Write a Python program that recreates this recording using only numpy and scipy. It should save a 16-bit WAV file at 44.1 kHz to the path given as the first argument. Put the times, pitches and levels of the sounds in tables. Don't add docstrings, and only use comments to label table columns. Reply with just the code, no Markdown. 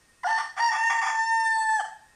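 import sys
import numpy as np
from scipy import signal
from scipy.fft import rfft, irfft
from scipy.io import wavfile

SR = 44100
rng = np.random.default_rng(int(sys.argv[2]) if len(sys.argv) > 2 else 0)


def waveform_to_disk(signal):
    frames = np.transpose(np.atleast_2d(signal))
    scaled = np.clip(frames, -1, 1) * 32767
    samples = np.round(scaled).astype(np.int16)
    wavfile.write(sys.argv[1], SR, samples)


N = 94815

# frequency in Hz, relative level in dB.
AIR_SPECTRUM = [(25, -1), (70, -2.5), (150, -5), (400, -9.5), (800, -11), (1400, -9.5), (3200, -16.5),
                (5500, -14), (8000, -16.5), (9500, -16.5), (10500, -29), (13000, -24.5), (15500, -46.5)]
# frequency in Hz, level in dB.
FAR_PARTIALS = [(1061, -78.5), (1853, -66), (2589, -78.5)]
# delay in seconds, gain in dB.
REFLECTIONS = [(.011, -15), (.047, -9), (.083, -20.5)]
# frequency in Hz, relative level in dB.
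TAIL_SPECTRUM = [(600, 1.5), (870, 0.5), (1250, -5), (1750, 6.5), (2200, -3), (3200, 4.5), (7000, 11.5),
                 (12000, 2)]
# frequency in Hz, relative gain in dB.
THROAT_FIRST_NOTE = [(1900, -8.5), (2450, -17.5), (2950, 2), (3450, -3.5), (4000, -12), (4480, 1),
                     (4950, -11), (5600, 2), (6300, -12), (7200, -22), (8200, -9), (9200, -13.5),
                     (10000, -29.5), (10900, -28.5), (12000, -33), (16000, -56)]
THROAT_WIDE_OPEN = [(1800, -28.5), (2250, 15), (2500, 1.5), (2730, 2.5), (3020, -11), (3400, 11),
                    (3650, -20.5), (4100, -39.5), (4520, -7.5), (4760, 0.5), (5100, -3.5), (5500, 0.5),
                    (6400, -2.5), (7250, -0.5), (7850, -25), (8400, -11.5), (9200, -8), (9750, -20.5),
                    (10900, -18), (11800, -49), (14500, -41), (16000, -53)]
THROAT_CLOSING = [(1900, -32), (2650, -14.5), (3150, 14.5), (3550, -8), (3900, -21.5), (4420, -0.5),
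                  (5300, -8), (6200, -4.5), (7050, -8.5), (7950, 0.5), (8800, -5.5), (9700, -10),
                  (10600, -29.5), (12400, -29.5), (16000, -53)]
# time in seconds, posture (0 first note, 1 wide open, 2 closing).
BEAK_POSTURE = [(.5, 0), (.585, 0.71), (.63, 0.21), (.67, 0.69), (.73, 1), (1.34, 1), (1.46, 1.6),
                (1.57, 2)]
# frequency in Hz, width per pass in Hz, gain in dB.
RASP_RESONANCES = [(781.7, 100, -2), (934, 131, -5.5), (1179, 73, 1), (1480, 216, -8.5), (1809, 215, -4),
                   (1963, 98, -11)]
# start in seconds, end in seconds, attack in seconds,
# level in dB, treble boost in dB.
RASP_BREAKS = [(0.231, 0.235, 0.0045, -38.5, 0), (0.258, 0.311, 0.0077, -37.5, 3),
               (0.359, 0.41, 0.024, -30.5, -1.5), (.56, 0.597, 0.026, -28, -2),
               (0.712, 0.764, 0.0097, -30, -1), (0.895, .932, 0.0067, -29, 2),
               (1.014, 1.106, 0.0041, -29.5, 1.5), (1.794, 1.812, 0.0097, -37, 3)]
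# time in seconds, fundamental frequency in Hz.
SYRINX_PITCH = [(.232, 969), (.240, 1025), (.247, 714.5), (.266, 720.5), (.274, 860.3), (.30, 895.5),
                (.36, 892.2), (.45, 892), (.57, 788.2), (.588, 807.9), (.603, 929), (.635, 929.5),
                (.67, 938.2), (.72, 878), (.76, 875.6), (.81, 908.6), (.87, 916), (.96, 919.2),
                (1.02, 898.7), (1.16, 893), (1.25, 901), (1.33, 905.5), (1.44, 899.2), (1.6, 885.9),
                (1.75, 875), (1.788, 845), (1.802, 762), (1.814, 604)]
# time in seconds, share from 0 to 1.
HOARSENESS = [(.23, .6), (.33, 0.56), (.44, 0.83), (.58, 0.68), (.64, 0.36), (.7, 0.37), (.77, 0.6),
              (.83, 0.42), (.88, 0.31), (.97, 0.51), (1.13, 0.51), (1.21, 0.09), (1.3, 0), (1.66, 0.06),
              (1.78, 0.1), (1.802, 0.74)]
# time in seconds, then the levels in dB, before filtering and
SHORT_NOTE_LEVELS = [(.232, -34, -45.5, -68), (.25, -28, -29, -51.5), (.275, -25.5, -38, -48),
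                     (.32, -27.5, -26.5, -45.5), (.37, -35.5, -34, -45.5), (.41, -59, -65, -49.5),
                     (.45, -53, -72, -57)]
LONG_NOTE_LEVELS = [(.575, -41.5, -44.5, -61), (.61, -26, -28, -40), (.64, -21.5, -28.5, -39),
                    (.69, -28.5, -26, -37.5), (.725, -31.5, -53, -54), (.78, -26, -33, -40.5),
                    (.85, -31.5, -27, -35.5), (.88, -32, -27.5, -36), (.91, -46, -41, -53),
                    (.95, -27.5, -26, -39), (.99, -31.5, -31, -39.5), (1.04, -33, -40, -55),
                    (1.14, -31, -35.5, -44), (1.22, -30.5, -26.5, -37.5), (1.34, -24, -34, -37),
                    (1.41, -24.5, -36, -38.5), (1.465, -27, -22, -35), (1.51, -34, -31, -43),
                    (1.62, -24, -29, -39), (1.66, -21, -40.5, -46), (1.695, -22.5, -22.5, -39.5),
                    (1.74, -27.5, -37.5, -39), (1.77, -26, -34, -37.5), (1.79, -28, -31, -43.5),
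                    (1.804, -29, -42, -48), (1.815, -36, -28.5, -38)]
FUNDAMENTAL, SECOND, UPPER = 1, 2, 3

TIME_S, BIN_HZ = np.arange(N) / SR, np.fft.rfftfreq(N, 1 / SR)


def undb(db):
    return 10 ** (np.asarray(db) / 20)


def unit(x):
    return x / np.sqrt(np.mean(x ** 2))


def curve(rows, column=1):
    rows = np.array(rows)
    return np.interp(TIME_S, rows[:, 0], rows[:, column])


def response(points):
    points = np.array(points)
    return undb(np.interp(np.log(BIN_HZ + 1), np.log(points[:, 0]), points[:, 1]))


def coloured_noise(gain):
    return irfft(rfft(rng.standard_normal(N)) * gain, N)


def wander(hz):
    return unit(coloured_noise(1 / (1 + (BIN_HZ / hz) ** 2) ** 2))


def ring(x, hz, width_hz):
    b, a = signal.iirpeak(hz, hz / width_hz, fs=SR)
    return signal.lfilter(b, a, signal.lfilter(b, a, x))


def noise_band(hz, width_hz):
    return unit(ring(rng.standard_normal(N), hz, width_hz))


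def high_pass(x, hz, order=4):
    return signal.sosfilt(signal.butter(order, hz, "high", fs=SR, output="sos"), x)


def background():
    air = unit(coloured_noise(response(AIR_SPECTRUM)))
    insects = noise_band(hz=8850, width_hz=1300) * undb(1.5 * wander(hz=14))
    far_tone = sum(undb(db) * noise_band(hz, width_hz=22) for hz, db in FAR_PARTIALS)
    return undb(-63) * air + undb(-73) * insects + far_tone


def garden_echo(direct, low_t60_s=.55, treble_t60_s=.42, build_s=.026):
    def decay(t60_s):
        return np.exp(-np.log(1000) * TIME_S / t60_s) * (1 - np.exp(-TIME_S / build_s))

    scatter = coloured_noise(response(TAIL_SPECTRUM))
    low = signal.sosfiltfilt(signal.butter(2, 3000, fs=SR, output="sos"), scatter)
    tail = low * decay(low_t60_s) + (scatter - low) * decay(treble_t60_s)
    tail /= np.linalg.norm(decay(low_t60_s))
    early = sum(undb(db) * np.interp(TIME_S - delay, TIME_S, direct, left=0) for delay, db in REFLECTIONS)
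    return direct + early + undb(-10.5) * signal.fftconvolve(direct, tail)[:N]


def throat(source):
    posture = np.clip(curve(BEAK_POSTURE), 0, 2)
    out = 0
    for k, shape in enumerate((THROAT_FIRST_NOTE, THROAT_WIDE_OPEN, THROAT_CLOSING)):
        weight = np.maximum(1 - abs(posture - k), 0)
        out += weight * irfft(rfft(source) * unit(response(shape)), N)
    return out


def note_envelope(column, edge_s=.004):
    envelope = 0
    for note in (SHORT_NOTE_LEVELS, LONG_NOTE_LEVELS):
        inside_s = np.minimum(TIME_S - note[0][0], note[-1][0] - TIME_S)
        envelope += undb(curve(note, column)) * np.clip(inside_s / edge_s, 0, 1)
    return envelope


def syrinx_pulses(period_scatter=.2, size_scatter_db=3.5):
    period_draw, size_draw = rng.standard_normal(size=(2400, 2)).T
    pulse_cycles = np.cumsum(np.exp(period_scatter * period_draw))
    elapsed_cycles = np.cumsum(curve(SYRINX_PITCH)) / SR
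    onsets = np.interp(pulse_cycles, elapsed_cycles, np.arange(N), right=N).astype(int)
    return np.bincount(onsets, undb(size_scatter_db * size_draw), N + 1)[:N]


def rasp(release_s=.012):
    pulses = syrinx_pulses()
    resonances = sum(undb(db) * ring(pulses, hz, width) for hz, width, db in RASP_RESONANCES)
    bass_leak = undb(-37) * unit(ring(pulses, hz=330, width_hz=300))
    body = unit(high_pass(resonances, hz=557)) + bass_leak
    turbulence = unit(unit(pulses) + 1.1 * rng.standard_normal(N))
    treble = undb(-9.5) * throat(high_pass(turbulence, hz=1800))
    hiss = high_pass(treble, hz=4800)
    upper_envelope = note_envelope(UPPER)
    effort = np.sqrt(upper_envelope / upper_envelope.max())
    out = undb(-46.5) * curve(HOARSENESS) * effort * (body + undb(8) * hiss)
    out += undb(-48) * effort * hiss
    for start, end, attack_s, db, treble_db in RASP_BREAKS:
        attack = np.clip((TIME_S - start) / attack_s, 0, 1)
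        release = np.exp(-np.maximum(TIME_S - end, 0) / release_s)
        out += undb(db) * attack * release * (body + undb(treble_db) * treble)
    return out


def clear_voice(jitter=.01393, tremor=.00047, shimmer=.25, smear_rad=.14, swell_db=4):
    hoarse = np.clip(curve(HOARSENESS), 0, 1)
    pitch_hz = curve(SYRINX_PITCH) * (1 + jitter * hoarse * wander(hz=384) + tremor * wander(hz=46))
    phase = 2 * np.pi * np.cumsum(pitch_hz) / SR
    low = note_envelope(FUNDAMENTAL) * np.sin(phase) + note_envelope(SECOND) * np.cos(2 * phase)
    harmonics = 0
    for k in range(3, 19):
        swell = undb(swell_db * wander(hz=4.7))
        smear = rng.uniform(0, 2 * np.pi) + k * smear_rad * hoarse * wander(hz=350)
        harmonics += swell * np.sin(k * phase + smear)
    flutter_db = 6.5 * np.minimum(hoarse, .4) * noise_band(hz=46.1, width_hz=29)
    upper = note_envelope(UPPER) * undb(flutter_db - 2.5) * throat(unit(harmonics))
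    voice = (np.sqrt(2) * low + upper) * (1 + shimmer * hoarse * wander(hz=180))
    return high_pass(voice, hz=500, order=6)


def scene():
    crow = clear_voice() + rasp()
    return (garden_echo(crow) + background())[None]


def record(dry, cutoff_hz=15650):
    return signal.sosfilt(signal.ellip(10, .1, 80, cutoff_hz, fs=SR, output="sos"), dry)


dry = scene()
out = record(dry)
waveform_to_disk(out)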